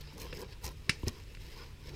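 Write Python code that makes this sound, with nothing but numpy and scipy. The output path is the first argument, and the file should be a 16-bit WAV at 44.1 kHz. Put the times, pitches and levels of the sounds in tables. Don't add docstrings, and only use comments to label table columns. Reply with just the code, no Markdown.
import sys
import numpy as np
from scipy import signal
from scipy.fft import rfft, irfft
from scipy.io import wavfile
from scipy.ndimage import uniform_filter1d

SR = 44100
rng = np.random.default_rng(int(sys.argv[2]) if len(sys.argv) > 2 else 0)


def field_ratio(decibels):
    return 10 ** (np.asarray(decibels, dtype=float) / 20)


def inscribe(sig):
    pcm = np.round(np.clip(np.atleast_2d(sig).T, -1, 1) * 32767)
    wavfile.write(sys.argv[1], SR, pcm.astype(np.int16))


N = 85995

# (frequency [Hz], density [dB per Hz])
AIR_SPECTRUM = [(12, -22), (20, -4), (37, 4.5), (83, 0), (172, -24.5), (216, -16.5), (255, -21), (293, -21),
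                (388, -25.5), (718, -35), (2140, -31.5), (2460, -29), (6360, -38.5), (14700, -48),
                (16000, -46)]
AIR_RMS_DB, PATCH_RMS_DB, SWELL_RMS_DB = -48.5, 1.2, 0.4
HUM_HZ, HUM_WAVER_RMS_HZ, HUM_WAVER_RMS_DB, HUM_DB = 143.3, 3, 4, -57.5

# (frequency [Hz], t60 [s])
ROOM_DECAY = [(300, 0.19), (2300, 0.55), (5000, 0.54), (12000, 0.36)]
ROOM_DB = -22.5

# (time [s], mid level [dB], treble re mid [dB],
# low rub re mid [dB], rub near 1 kHz re mid [dB])
CLOTH_MOVEMENT = [
    [(0.0, -64, -14, -1, -6), (0.004, -67, -21, 3, 0), (0.012, -51.5, -4.5, -7, -21),
     (0.032, -64, -23, -10, 0.5), (0.044, -59.5, -27, -11, -8), (0.066, -62.5, -23, -2, -1),
     (0.076, -57.5, -13, 1, -1), (0.082, -57.5, -33, 2, -9.5), (0.126, -61, -15, -8, 3),
     (0.136, -59, -4, 2.5, -9), (0.166, -61.5, -15, 10.5, -5), (0.178, -57.5, -7, -2, 4),
     (0.214, -50.5, 0, -1, -9.5), (0.266, -54.5, -12, 2.5, -1.5), (0.292, -59, -12, 4, -6),
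     (0.322, -58, -23, 0.5, -4)],
    [(0.342, -59, -3, 6, 0), (0.356, -52.5, -8.5, -0.5, -11), (0.43, -57, -0.5, 10.5, 6),
     (0.446, -56.5, -51, 2.5, -4.5), (0.476, -67, -15, 4, -3), (0.528, -54, -16, -4, -15),
     (0.546, -64.5, -26, -5, -10), (0.554, -73, -8, 6, 3), (0.602, -77.5, -7, 13, -7),
     (0.648, -46.5, 3, -9, -2), (0.684, -53, -7, 5.5, -1.5), (0.758, -74, -8, 10.5, -4),
     (0.78, -65, -10, -14, -7), (0.8, -68.5, -10, 8, -4), (0.866, -62, -9, -1, -10),
     (0.885, -67, -17, 14, 10)],
    [(1.045, -65.5, 1.5, -1, -14), (1.049, -81, -16, 32, 11), (1.059, -58, -8, 2, -3),
     (1.075, -46, -3, 3.5, -4.5), (1.079, -46.5, -7.5, 5.5, -1)],
    [(1.089, -45, -7, 0, -3), (1.103, -60.5, -11, 9, -6), (1.199, -58.5, -11.5, -4.5, -5),
     (1.247, -69.5, -12, 0.5, -8), (1.311, -63.5, -15, 5.5, -17), (1.341, -70, 2, 8, 2),
     (1.351, -71.5, -21, -24, 5), (1.361, -70.5, -6, -6, -11), (1.371, -65, -28, -21, -21),
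     (1.389, -74, -16, 10, -15), (1.409, -59, -8, -5.5, -11.5), (1.623, -54.5, -15, -1, -7.5),
     (1.773, -76, -8, 2, 1.5), (1.895, -52, -13, 0, -10), (1.917, -66, -12, 9.5, 6),
     (1.95, -56, -16, 1, -9.5)],
]
# (frequency [Hz], density [dB per Hz])
CLOTH_MID_SPECTRUM = [(760, -36), (1300, -18.5), (1630, -1.5), (1810, 5), (1990, 3), (2350, 5.5), (2730, 5),
                      (3250, 1.5), (3470, -2.5), (3930, 5.5), (4390, 1), (5240, 6.5), (6520, -15),
                      (7070, -51), (7500, -11), (9750, -69), (16500, -120)]
CLOTH_TOP_SPECTRUM = [(3820, -96), (6500, 4), (7060, -2.5), (11400, -4.5), (14500, 0.5), (15600, -11),
                      (16000, -25)]
CLOTH_LOW_SPECTRUM = [(110, -18), (180, 3), (210, -11), (307, -4), (360, -2.5), (457, -1), (700, -22),
                      (910, -74), (1540, -120)]
CLOTH_KHZ_SPECTRUM = [(380, -21), (650, -21), (720, -8), (993, 3), (1270, -10.5), (1400, -9), (1820, -33),
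                      (3080, -120)]
CRACKLES_PER_S, CRACKLE_SIZE_DB, CRACKLE_DECAY_S = 800, -0.5, 0.0015
CRACKLE_SHARE_LOW, CRACKLE_SHARE_MID, CRACKLE_SHARE_TOP = 0.15, 0.49, 0.69
STREAK_DB = 5.5

# (time [s], peak [dB], centre [Hz], t60 of the drive [s])
SNAPS = [(.015, -44.5, 3900, 0.0054), (.075, -49, 2700, 0.0073), (0.1802, -43, 6030, 0.031),
         (.181, -42.5, 11000, 0.011), (.200, -37.5, 5850, 0.02), (.246, -43, 13300, 0.0067),
         (0.4172, -39.5, 10300, .006), (.330, -39, 3500, 0.0048), (.372, -37, 5300, 0.0093),
         (.417, -36.5, 5000, .008), (.643, -34, 5830, 0.051), (.654, -30, 5360, 0.0043),
         (.666, -30.5, 5500, 0.0033), (0.678, -32, 5470, 0.028), (.716, -47, 10100, 0.011),
         (1.0328, -44, 2900, 0.0096), (1.035, -57, 10300, 0.012), (1.067, -39, 2530, 0.012),
         (1.0822, -30.5, 10300, 0.0079), (1.0823, -19.5, 5450, 0.014), (1.238, -49, 5230, 0.0098)]
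SNAP_WIDTH_RE_CENTRE = 0.12
SNAP_CLICK_RE_NOISE = 12

# (time [s], level before decay and rise [dB], frequency [Hz], t60 [s])
KNOCKS = [(1.032, -26.5, 960, 0.011), (.329, -33, 489, 0.046), (0.641, -35.5, 69, 0.17),
          (1.034, -19, 307, .015), (1.036, -26, 74.4, 0.12), (1.069, -22.5, 92.6, 0.085),
          (1.07, -33.5, 234, 0.11), (1.0713, -25, 387, 0.042)]

# (time [s], rms of the first 5 ms without push [dB], treble tilt [dB per octave],
# damping factor [1, smaller counts as 1], push re that rms [dB])
DROPS = [(0.3269, -42, -3, 0.92, 0), (0.8935, -21, 1.5, 0.57, 4), (1.3488, -50, 0.5, 3.3, -4.0),
         (1.37, -51.5, -5, 0.56, 13.5)]
# (frequency [Hz], relative level [dB], t60 [s])
PAN_MODES = [(480, -24, .035), (1150, -20, .03), (1320, -13, .02), (1550, -8, .015), (1760, -2, .016),
             (2050, -7, .015), (2290, -4, .03), (2335, -29, .2), (2410, -30, .16), (2700, -4, .045),
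             (3820, -10, .02), (4170, -10, .022), (5040, -8, .025), (8390, -14, .012)]
# (frequency [Hz], density [dB per Hz])
SPLAT_SPECTRUM = [(180, -1), (300, 7.5), (737, -15.5), (1530, 1), (2700, 3), (3190, -7.5), (5160, -4),
                  (7200, -16), (10000, -15.5), (14700, -41), (16000, -40)]
# (frequency [Hz], t60 [s])
RATTLE_DECAY = [(500, 0.058), (2300, 0.13), (5000, 0.19), (8000, 0.16), (13000, .06)]
SPLAT_DB, SPLAT_T60_S, RATTLE_DB = 1.5, 0.03, -14
STRIKE_RISE_S, SPLAT_RISE_S = 0.00086, 0.0023
PUSH_HZ, PUSH_T60_S, PUSH_RISE_S = 149, 0.025, 0.0024


def evened(x):
    return x / np.sqrt(np.mean(x ** 2) + 1e-20)


def read(points, hz):
    table_hz, value = np.transpose(points)
    return np.interp(np.log(hz + 1), np.log(table_hz + 1), value)


def add(mix, start_s, sound):
    part = mix[round(start_s * SR):][:len(sound)]
    part += sound[:len(part)]


def smoothed(x, size, axis=-1):
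    return uniform_filter1d(x, size=size, axis=axis)


def slow(count):
    return evened(smoothed(smoothed(rng.standard_normal(N), count), count))


def coloured(x, points):
    gain = field_ratio(read(points, np.fft.rfftfreq(len(x), 1 / SR)))
    return evened(irfft(rfft(x) * gain, len(x)))


def dying(x, points):
    hz, t, z = signal.stft(x, SR, nperseg=128)
    decay = field_ratio(-60 * t / read(points, hz)[:, None])
    return signal.istft(z * decay, SR, nperseg=128)[1][:len(x)]


def resonate(x, hz, width_hz):
    turn = np.exp(2j * np.pi * hz * np.arange(len(x)) / SR)
    r = np.exp(-np.pi * width_hz / SR)
    return 2 * (turn * signal.lfilter([1 - r], [1, -r], x / turn)).real


def air():
    frames, hz = N // 512 + 5, np.fft.rfftfreq(2048, 1 / SR)[:, None]
    real, imag, patches = rng.standard_normal((frames, 1025, 3)).T
    patches = evened(smoothed(smoothed(patches, 24, axis=0), 6, axis=1))
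    swell = evened(smoothed(rng.standard_normal(frames), 20))
    drift_db = (PATCH_RMS_DB * patches + SWELL_RMS_DB * swell) * (hz > 200)
    z = (real + 1j * imag) * field_ratio(read(AIR_SPECTRUM, hz) + drift_db)
    noise = signal.istft(z, nperseg=2048, noverlap=1536)[1][:N]
    return field_ratio(AIR_RMS_DB) * evened(noise)


def hum():
    waver = field_ratio(HUM_WAVER_RMS_DB * slow(3000))
    hz = HUM_HZ + HUM_WAVER_RMS_HZ * slow(3000)
    return field_ratio(HUM_DB) * waver * np.sin(2 * np.pi * np.cumsum(hz) / SR)


def room(x):
    taps = np.zeros(SR // 2)
    at = np.arange(200, SR // 2 - 20, 20)
    taps[at + rng.integers(0, 20, len(at))] = rng.choice([-1., 1.], len(at))
    tail = dying(taps, ROOM_DECAY)
    return signal.fftconvolve(x, tail / np.linalg.norm(tail))[:N]


def streaked(x):
    hz, t, z = signal.stft(x, SR, nperseg=1024, noverlap=768)
    field = rng.standard_normal(z.shape[::-1]).T
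    field = evened(smoothed(smoothed(field, 3, axis=0), 10, axis=1))
    streak_db = STREAK_DB * field * np.clip(hz[:, None] / 1500, 0.3, 1)
    return evened(signal.istft(z * field_ratio(streak_db), SR, nperseg=1024, noverlap=768)[1][:N])


def crackles():
    size_db = CRACKLE_SIZE_DB * np.minimum(rng.exponential(1, N), 2.8)
    starts = field_ratio(size_db) * (rng.random(N) < CRACKLES_PER_S / SR)
    bursts = signal.lfilter([1], [1, -np.exp(-1 / (CRACKLE_DECAY_S * SR))], starts)
    return evened(bursts * rng.standard_normal(N))


def cloth():
    s, mid_db, top_db, low_db, khz_db = np.concatenate(CLOTH_MOVEMENT).T
    t = np.arange(N) / SR
    crackle, rub = crackles(), streaked(rng.standard_normal(N))
    bands = ((CLOTH_MID_SPECTRUM, CRACKLE_SHARE_MID, mid_db),
             (CLOTH_TOP_SPECTRUM, CRACKLE_SHARE_TOP, mid_db + top_db),
             (CLOTH_LOW_SPECTRUM, CRACKLE_SHARE_LOW, mid_db + low_db),
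             (CLOTH_KHZ_SPECTRUM, CRACKLE_SHARE_LOW, mid_db + khz_db))
    total = np.zeros(N)
    for spectrum, share, level_db in bands:
        band = coloured(share * crackle + (1 - share) * rub, spectrum)
        total += field_ratio(np.interp(t, s, level_db)) * band
    return total


def snap(peak_db, hz, t60_s):
    t = np.arange(2000) / SR
    drive = (rng.standard_normal(2000) + SNAP_CLICK_RE_NOISE * (t == 0)) * field_ratio(-60 * t / t60_s)
    burst = resonate(resonate(drive, hz, SNAP_WIDTH_RE_CENTRE * hz), hz, hz)
    return field_ratio(peak_db) * burst / abs(burst).max()


def knock(db, hz, t60_s):
    t = np.arange(SR // 5) / SR
    return field_ratio(db - 60 * t / t60_s) * np.sin(2 * np.pi * hz * t) * np.minimum(t / 0.0034, 1)


def pan_ring(t, tilt_db, damping):
    ring = np.zeros(len(t))
    for hz, mode_db, t60_s in PAN_MODES:
        level_db = mode_db + tilt_db * np.log2(hz / 2000) - 60 * t * damping / t60_s
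        ring += field_ratio(level_db) * np.sin(2 * np.pi * (hz * t + rng.random()))
    return ring


def splat_and_rattle(t, tilt_db, damping):
    spectrum = [(hz, db + tilt_db * np.log2(hz / 2000)) for hz, db in SPLAT_SPECTRUM]
    noise = coloured(rng.standard_normal(len(t)), spectrum)
    splat = field_ratio(SPLAT_DB - 60 * t * damping / SPLAT_T60_S) * noise
    rattle = field_ratio(RATTLE_DB) * dying(noise, [(hz, t60_s / damping) for hz, t60_s in RATTLE_DECAY])
    return (splat + rattle) * np.minimum(t / SPLAT_RISE_S, 1)


def drop(rms_db, tilt_db, damping, push_db):
    t, damping = np.arange(SR // 3) / SR, max(damping, 1)
    hit = pan_ring(t, tilt_db, damping) * np.minimum(t / STRIKE_RISE_S, 1)
    hit = hit + splat_and_rattle(t, tilt_db, damping)
    push = field_ratio(push_db - 60 * t / PUSH_T60_S) * np.sin(2 * np.pi * PUSH_HZ * t)
    push = push * np.minimum(t / PUSH_RISE_S, 1)
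    return field_ratio(rms_db) * (hit / np.sqrt(np.mean(hit[:220] ** 2)) + push)


def scene():
    near, body = np.zeros(N), np.zeros(N)
    for start_s, *settings in DROPS:
        add(near, start_s, drop(*settings))
    for start_s, *settings in SNAPS:
        add(near, start_s, snap(*settings))
    for start_s, *settings in KNOCKS:
        add(body, start_s, knock(*settings))
    mix = near + field_ratio(ROOM_DB) * room(near) + body + cloth() + air() + hum()
    return mix[None]


def band_limit(x):
    return signal.sosfilt(signal.butter(12, 16480, fs=SR, output="sos"), x)


def record(dry):
    lowpass = signal.firwin(101, 16000, fs=SR)
    limited = signal.oaconvolve(dry, lowpass[None], "same")
    return band_limit(limited)


dry = scene()
out = record(dry)
inscribe(out)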